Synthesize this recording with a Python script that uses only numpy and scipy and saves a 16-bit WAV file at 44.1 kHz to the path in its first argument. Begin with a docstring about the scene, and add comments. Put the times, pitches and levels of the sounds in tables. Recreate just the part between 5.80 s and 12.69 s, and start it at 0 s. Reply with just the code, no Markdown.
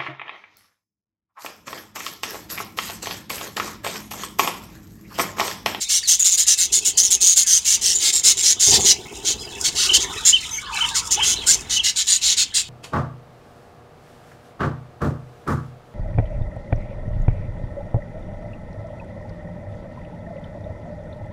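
"""Rasping, pulsed squawks of scolding budgerigars fill a wooden aviary, close to a small microphone.
Each squawk is a rapid train of rings and puffs of hiss; clear chirps and slides are wavering tones.
Further back a flock twitters and mutters in many short whistles, over a faint rasp.
Wings flap in bouts of pulsed noise; a low air rumble of noise swells as a bird takes off, then drops.
Wood gives quick echoes to the squawks, and the enclosure adds a short diffuse tail to all the birds."""
import sys
import numpy as np
from scipy import signal
from scipy.fft import rfft, irfft, next_fast_len
from scipy.io import wavfile
from scipy.ndimage import uniform_filter1d

SR = 44100
rng = np.random.default_rng(int(sys.argv[2]) if len(sys.argv) > 2 else 0)


def dump(signal):
    """Clip the signal to [-1, 1] and save it as 16-bit WAV at the path in sys.argv[1]."""
    limited = np.clip(np.atleast_2d(signal).T, -1, 1)
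    pcm = np.round(limited * 32767).astype(np.int16)
    wavfile.write(sys.argv[1], SR, pcm)


N = 303849
TIME = np.arange(N) / SR
USUAL_HZ = 6800  # ringing pitch of an ordinary squawk

# Spectrum of the harsh hiss in a squawk. Each row: frequency in Hz, relative level in dB.
RASP = [(3800, -27), (5100, -0.5), (6200, -2.5), (7200, 3), (8600, -5.5), (9600, -11.5), (12000, -20),
        (16000, -25)]


def undb(db):
    """Decibels to gain."""
    return 10 ** (np.asarray(db) / 20)


def unit(x):
    """Scale to rms 1."""
    return x / np.sqrt(np.mean(x ** 2) + 1e-18)


def add(out, start, x):
    """Mix x into out from a start time in seconds."""
    i = min(max(int(start * SR), 0), N)
    out[i:i + len(x)] += x[:N - i]


def colour(x, points):
    """Filter x by a curve of (Hz, dB) points, joined over log frequency, and scale to rms 1."""
    hz, db = np.transpose(points)
    size = next_fast_len(len(x))
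    f = np.maximum(np.fft.rfftfreq(size, 1 / SR), 1)
    gain = undb(np.interp(np.log(f), np.log(hz), db))
    return unit(irfft(rfft(x, size) * gain, size)[:len(x)])


def walk(t, rate):
    """Random values, `rate` of them a second, joined by straight lines."""
    knots = rng.standard_normal(int(t[-1] * rate) + 2)
    return np.interp(t * rate, np.arange(len(knots)), knots)


def gate(t, length, attack, release):
    """A note opens, holds for its length and dies away (all in seconds)."""
    return (1 - np.exp(-(t / attack) ** 2)) * np.exp(-np.maximum(t - length, 0) / release)


def squawks(lead=.006):
    """The near birds scold in quick succession; length, harshness and loudness set swell and throat."""
    # Each row: start in seconds, length in seconds, level in dB before the swell,
    # ringing pitch in Hz, rasp from 0 to 1.
    scolds = [(0, 0.036, -24.5, 7000, .7), (0.089, 0.097, -16.5, 6180, 0.68),
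              (0.275, 0.077, -12.5, 6350, 0.63), (.395, 0.035, -12, 7020, 0.36),
              (0.442, 0.057, -13.5, 6890, .58), (0.506, 0.05, -15, 6970, 0.51),
              (0.573, 0.059, -14.5, 6980, 0.64), (0.666, 0.074, -14, 6190, .72),
              (0.776, 0.081, -17, 6940, 0.68), (0.922, 0.063, -15.5, 6870, 0.68),
              (1.049, 0.053, -14.5, 7200, 0.63), (1.173, 0.048, -12.5, 6840, 0.56),
              (1.228, 0.054, -18, 6430, 0.56), (1.305, 0.048, -13, 6830, 0.58),
              (1.407, 0.13, -13.5, 6940, 0.59), (1.559, 0.07, -13, 6790, 0.62),
              (1.664, 0.12, -15, 6650, 0.63), (1.848, 0.11, -16, 6450, 0.71),
              (2.012, 0.12, -17.5, 6280, 0.69), (2.135, .067, -17.5, 7060, 0.26),
              (2.194, 0.11, -19, 6720, 0.94), (2.325, .073, -16.5, 7310, 0.59),
              (2.435, 0.086, -12, 6850, 0.8), (2.57, 0.076, -18.5, 7140, 0.51),
              (2.629, 0.098, -14, 6720, .72), (2.797, 0.12, -12.5, 6620, 0.64),
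              (2.912, 0.059, -15.5, 6700, 1), (2.995, 0.1, -19, 6950, 0.43),
              (3.051, 0.074, -12.5, 6280, .73), (3.448, 0.08, -20.5, 6790, 0.71),
              (3.839, 0.049, -18.5, 6410, 0.85), (3.954, .11, -20, 5930, 0.88),
              (4.132, 0.039, -14.5, 6840, 0.94), (4.198, 0.047, -24.5, 6650, 0.67),
              (4.451, 0.057, -12, 6890, 0.68), (5.145, 0.055, -19.5, 6770, 0.81),
              (5.309, 0.041, -15.5, 6450, 0.64), (5.425, 0.11, -17.5, 6470, .68),
              (5.666, 0.08, -12.5, 6970, 0.61), (5.897, 0.079, -21.5, 6000, 0.76),
              (6.034, 0.071, -19.5, 5840, 0.8), (6.16, 0.063, -19.5, 7240, 0.68),
              (6.268, .1, -16.5, 7630, 0.64), (6.415, .118, -19.5, 6930, 0.81),
              (6.568, 0.067, -18, 7800, 0.74), (6.742, 0.07, -18, 7970, 0.73)]
    # The first scolder faces the microphone, later ones face away.
    # Each row: time in seconds, treble boost in dB.
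    facing = [(1.7, 4), (2.6, 0)]
    # Throat opening of whichever bird is scolding. Each row: time in seconds, level in dB.
    opening = [(0, -10.5), (2.6, -10.5), (3, -8), (5.3, -11.5), (6.2, -5.5)]
    usual_db, usual_rasp = -17, 0.64  # an ordinary squawk
    # growth from start to end: long, harsh squawks build, short, clear ones fade
    swell_db_per_s, swell_db_per_rasp = 62, 23
    # the throat opens for harsh squawks and tightens for loud ones
    throat_db_per_rasp, throat_db_per_db = 19, -0.38
    out = np.zeros(N)
    for start, length, db, hz, rasp in scolds:
        facing_db = np.interp(start, *np.transpose(facing))
        opening_db = np.interp(start, *np.transpose(opening))
        extra_rasp = rasp - usual_rasp
        swell_db = swell_db_per_s * length + swell_db_per_rasp * extra_rasp
        throat_db = opening_db + throat_db_per_rasp * extra_rasp + throat_db_per_db * (db - usual_db)
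        voice = squawk(length + lead, swell_db, hz, throat_db, rasp, facing_db)
        add(out, start - lead, undb(db) * voice)
    return out


def squawk(length, swell_db, hz, throat_db, rasp, facing_db, pulse_hz=183, jitter=.14, chirp=0.14,
           scatter_db=3.5, fall=0.0703, arch_db=7):
    """The syrinx snaps open nearly 200 times a second; each opening is a rising ring and a puff of hiss."""
    # Spectrum of the puffs through the throat. Each row: frequency in Hz, relative level in dB.
    throat_shape = [(900, -67), (1400, -17), (2100, -6), (3000, -1.5), (4000, 5), (4800, 3.5), (5800, -29)]
    clearing = 0.16  # rasp lost from start to end
    snap = 3  # exponent: higher opens the syrinx more briefly in each cycle
    pipe_hz, pipe_q, pipe_db = 2150, 6, -16.5  # windpipe resonance of a squawk at the usual pitch
    t = np.arange(int((length + .08) * SR)) / SR
    progress = np.minimum(t / length, 1) - .5
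    rasp = np.clip(rasp - clearing * progress, 0, .95)

    cycle = np.cumsum(pulse_hz * (1 + jitter * walk(t, 113.3))) / SR % 1
    pulse = np.abs(np.sin(np.pi * cycle ** 0.74)) ** snap * undb(scatter_db * walk(t, 206.5))
    # in a harsh squawk the membranes never quite close, so the pulses run together
    flow = unit(unit(pulse) + 6.6 * rasp ** 4)

    roughness = rasp * (.09 * walk(t, 70) + 0.1012 * walk(t, 2000))
    pitch = hz * (1 - fall * progress + chirp * (cycle - .5) + roughness)
    phase = 2 * np.pi * np.cumsum(pitch) / SR
    # the ring is the second harmonic; an open throat lets the fundamental out as well
    ring = unit(np.sin(phase) * flow)
    fundamental = unit(np.sin(phase / 2) * flow)

    # a tight throat and a beak that points this way sharpen the hiss above the ring
    edge_db = facing_db - 0.32 * (throat_db + 6.5)
    edged = [(f, db + edge_db * np.clip(2 * np.log2(f / hz), 0, 1)) for f, db in RASP]
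    hiss = colour(rng.standard_normal(len(t)) * flow, edged)
    throat = colour(rng.standard_normal(len(t)) * flow, throat_shape)
    # a low resonance of the windpipe colours the puffs as well
    resonance = signal.iirpeak(pipe_hz * hz / USUAL_HZ, pipe_q, fs=SR)
    pipe = unit(signal.lfilter(*resonance, rng.standard_normal(len(t)) * flow))
    low_voice = unit(throat + 0.34 * fundamental + undb(pipe_db) * pipe)
    voice = np.sqrt(1 - rasp ** 2) * ring + rasp * hiss + undb(throat_db) * low_voice

    # harsh squawks build and ebb; clear ones start at once
    arch = arch_db * rasp * (np.cos(np.pi * progress) - np.pi / 4)
    effort = undb(swell_db * progress + arch)
    return boards(voice * effort * gate(t, length, attack=0.0085, release=0.0084))


def boards(x, echo_db=-4, reach=.0055, count=7):
    """Every squawk has its own quick echoes off the wood, within a few milliseconds, which comb the sound."""
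    response = np.zeros(int(reach * SR) + 2)
    places = rng.integers(2, len(response), count)
    response[places] = rng.choice([-1, 1], count) * undb(echo_db) / np.sqrt(count)
    response[0] = 1
    return signal.fftconvolve(x, response / np.linalg.norm(response))


def whistles():
    """Clear contact chirps and soft slides, each a single voice with weak overtones."""
    # Contact chirps. Each row: start in seconds, length in seconds, number of arches, level in dB.
    contact_calls = [(4.087, 0.082, 3, -17), (4.522, 0.047, 1, -14), (5.003, .058, 2, -20),
                     (5.41, 0.039, 1, -21), (5.959, 0.0543, 2, -21)]
    # Soft slides. Each row: start in seconds, length in seconds, first pitch in Hz,
    # last pitch in Hz, level in dB.
    slides = [(.228, 0.057, 4920, 3750, -32), (1.013, 0.033, 2600, 2620, -36),
              (1.637, 0.066, 1900, 1560, -43), (3.587, 0.07, 5040, 4950, -38.5),
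              (4.709, 0.072, 6150, 6350, -32), (4.778, 0.014, 2190, 2250, -27),
              (4.823, 0.16, 1240, 822, -37.5), (5.11, .06, 1727, 1353, -36),
              (5.373, 0.036, 817, 1130, -30.5), (5.591, .075, 3620, 3050, -34.5),
              (5.667, 0.036, 1400, 1626, -31.5)]
    out = np.zeros(N)
    for start, length, arches, db in contact_calls:
        add(out, start, undb(db) * chirp(length, arches))
    for start, length, first_hz, last_hz, db in slides:
        middle_hz = np.sqrt(first_hz * last_hz)
        add(out, start, undb(db) * whistle(length, [first_hz, middle_hz, last_hz]))
    return out


def chirp(length, arches, waver_hz=60, second_db=-23, dip_db=9):
    """One tone bounces through quick arches in pitch and swells towards the top of each."""
    foot_hz, top_hz = 2766, 3150  # before the waver
    t = np.arange(int((length + .025) * SR)) / SR
    height = np.abs(np.sin(np.pi * max(round(arches), 1) * np.minimum(t / length, 1)))
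    pitch = foot_hz + (top_hz - foot_hz) * height + waver_hz * (walk(t, 348) + walk(t, 99))
    phase = 2 * np.pi * np.cumsum(pitch) / SR
    tone = sum(undb(second_db * np.log2(k)) * np.sin(k * phase) for k in range(1, 4))
    swelling = unit(tone * undb(dip_db * height + 2.9 * walk(t, 168)))
    return swelling * gate(t, length, attack=0.0046, release=.007)


def whistle(length, pitches, waver_hz=45, second_db=-20, droop=4):
    """A tone curves through three pitches (Hz), wavers and droops as the note dies."""
    t = np.arange(int((length + .025) * SR)) / SR
    arch = np.polyval(np.polyfit([0, .5, 1], pitches, 2), np.minimum(t / length, 1))
    drooping = arch * np.exp(-droop * np.maximum(t - length, 0))
    pitch = drooping + waver_hz * (walk(t, 350) + walk(t, 100))
    phase = 2 * np.pi * np.cumsum(pitch) / SR
    tone = sum(undb(second_db * np.log2(k)) * np.sin(k * phase) for k in range(1, 4))
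    return unit(tone) * undb(4.2 * walk(t, 163)) * gate(t, length, attack=0.0031, release=0.0096)


def wings(beat_hz=17, depth_db=5):
    """Each wingbeat pushes a puff of air and rustles the feathers: noise pulsed at an uneven beat."""
    # Bouts of flapping and wing shuffling. Each row: start in seconds, end in seconds, level in dB.
    flights = [(0.848, 1.43, -46.5), (1.95, 2.864, -47), (2.859, 2.993, -25.5), (3.059, 3.97, -40),
               (4.052, 4.331, -36.5), (5.3, 5.81, -44.5)]
    # Spectrum of the wing noise. Each row: frequency in Hz, relative level in dB.
    wing_shape = [(25, -19), (55, 1.5), (120, -3.5), (210, -8), (410, 1.5), (520, -9.5), (900, -8.5),
                  (1400, -33.5), (14000, -33)]
    out = np.zeros(N)
    for start, end, db in flights:
        t = np.arange(int((end - start + 0.6) * SR)) / SR
        phase = 2 * np.pi * np.cumsum(beat_hz * (1 + 0.12 * walk(t, 9.0))) / SR
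        beats = undb(depth_db * np.sin(phase))
        puffs = colour(rng.standard_normal(len(t)) * beats, wing_shape)
        add(out, start, undb(db) * puffs * gate(t, end - start, attack=0.022, release=0.074))
    return out


def flock():
    """Birds further back twitter in bouts, mutter low notes and rasp faintly."""
    # Bouts of excited twitter. Each row: start in seconds, length in seconds,
    # level in dB ahead of the twitter and rasp trims.
    bouts = [(0, 0.26, -34), (4, 0.64, -32.5), (4.901, 0.16, -22), (5.34, 0.21, -23)]
    # Level of the low warble, which rises and subsides. Each row: time in seconds, level in dB.
    warble_curve = [(0, -68), (3.7, -49.5), (4.35, -35.5), (4.62, -52.5), (4.97, -30.5), (5.3, -39),
                    (6.89, -76.5)]
    excitement = undb(-33)  # steady twitter under the bouts
    for start, length, db in bouts:
        since = np.maximum(TIME - start, 0)
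        excitement = excitement + undb(db) * gate(since, length, attack=.04, release=0.058)
    warble_db = np.interp(TIME, *np.transpose(warble_curve))
    twitter = warble(centre_hz=3114, spread=.33, waver_hz=198.8, count=460)
    mutter = warble(centre_hz=1330, spread=0.42, waver_hz=44.8, count=420)
    flicker = undb(6.0 * walk(TIME, 22) + 3.5 * walk(TIME, 300))
    rasps = colour(rng.standard_normal(N) * flicker, RASP)
    return excitement * (undb(-6.5) * twitter + undb(-7.5) * rasps) + undb(warble_db) * mutter


def warble(centre_hz, spread, waver_hz, count):
    """Short notes, near and far by level alone, slide at random round one register in a strong tail."""
    out = np.zeros(N)
    notes = rng.uniform(-1, 1, (count, 6))
    for k, (when, length, register, bend, slide, near) in enumerate(notes):
        pitches = centre_hz * np.exp(spread * register + 0.2084 * np.array([slide, bend / 2, -slide]))
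        start = (k + .5 + when / 2) / count * N / SR
        add(out, start, undb(4.7 * near) * whistle(.02 * 2 ** length, pitches, waver_hz))
    return unit(aviary(out, tail_db=-2))


def aviary(x, tail_db, t60=0.2):
    """The enclosure adds a short diffuse tail, duller than the direct sound, falling 60 dB in t60 seconds."""
    t = np.arange(SR // 2) / SR
    tail = uniform_filter1d(rng.standard_normal(len(t)), size=3) * np.exp(-np.log(1000) * t / t60)
    response = undb(tail_db) * tail / np.linalg.norm(tail)
    response[0] = 1  # direct sound
    return signal.fftconvolve(x, response / np.linalg.norm(response))[:N]


def scene():
    """All the birds in their enclosure, over a low air rumble that swells as a bird takes off, then drops."""
    # Level of the low air rumble. Each row: time in seconds, level in dB.
    rumble_level = [(0, -54), (3.3, -47.5), (4.8, -45.5), (5.5, -38.5), (6.3, -47.5)]
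    # Spectrum of the rumble. Each row: frequency in Hz, relative level in dB.
    rumble_shape = [(25, -13), (58, 4), (130, -4.5), (300, -10), (3000, -21.5), (15000, -43)]
    birds = squawks() + whistles() + flock() + wings()
    rumble_db = np.interp(TIME, *np.transpose(rumble_level)) + 1.9 * walk(TIME, 3.984)
    rumble = colour(rng.standard_normal(N), rumble_shape) * undb(rumble_db)
    return (aviary(birds, tail_db=-16.5) + rumble)[None]


def record(dry):
    """The microphone hollows a few narrow bands, rounds the highest peaks and cuts the top."""
    # Hollows in the microphone's response. Each row: centre in Hz, width in Hz, depth from 0 to 1.
    hollows = [(582, 94, 1), (1903, 180, 0.3), (2451, 186, 0.8), (7820, 350, 0.63)]
    top_hz = 15850
    for hz, width_hz, depth in hollows:
        band = signal.lfilter(*signal.iirpeak(hz, hz / width_hz, fs=SR), dry)
        dry = dry - min(depth, 1) * band
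    rounded = dry / (1 + dry ** 6) ** (1 / 6)
    return signal.sosfilt(signal.ellip(10, .2, 80, top_hz, fs=SR, output="sos"), rounded)


dry = scene()
out = record(dry)
dump(out)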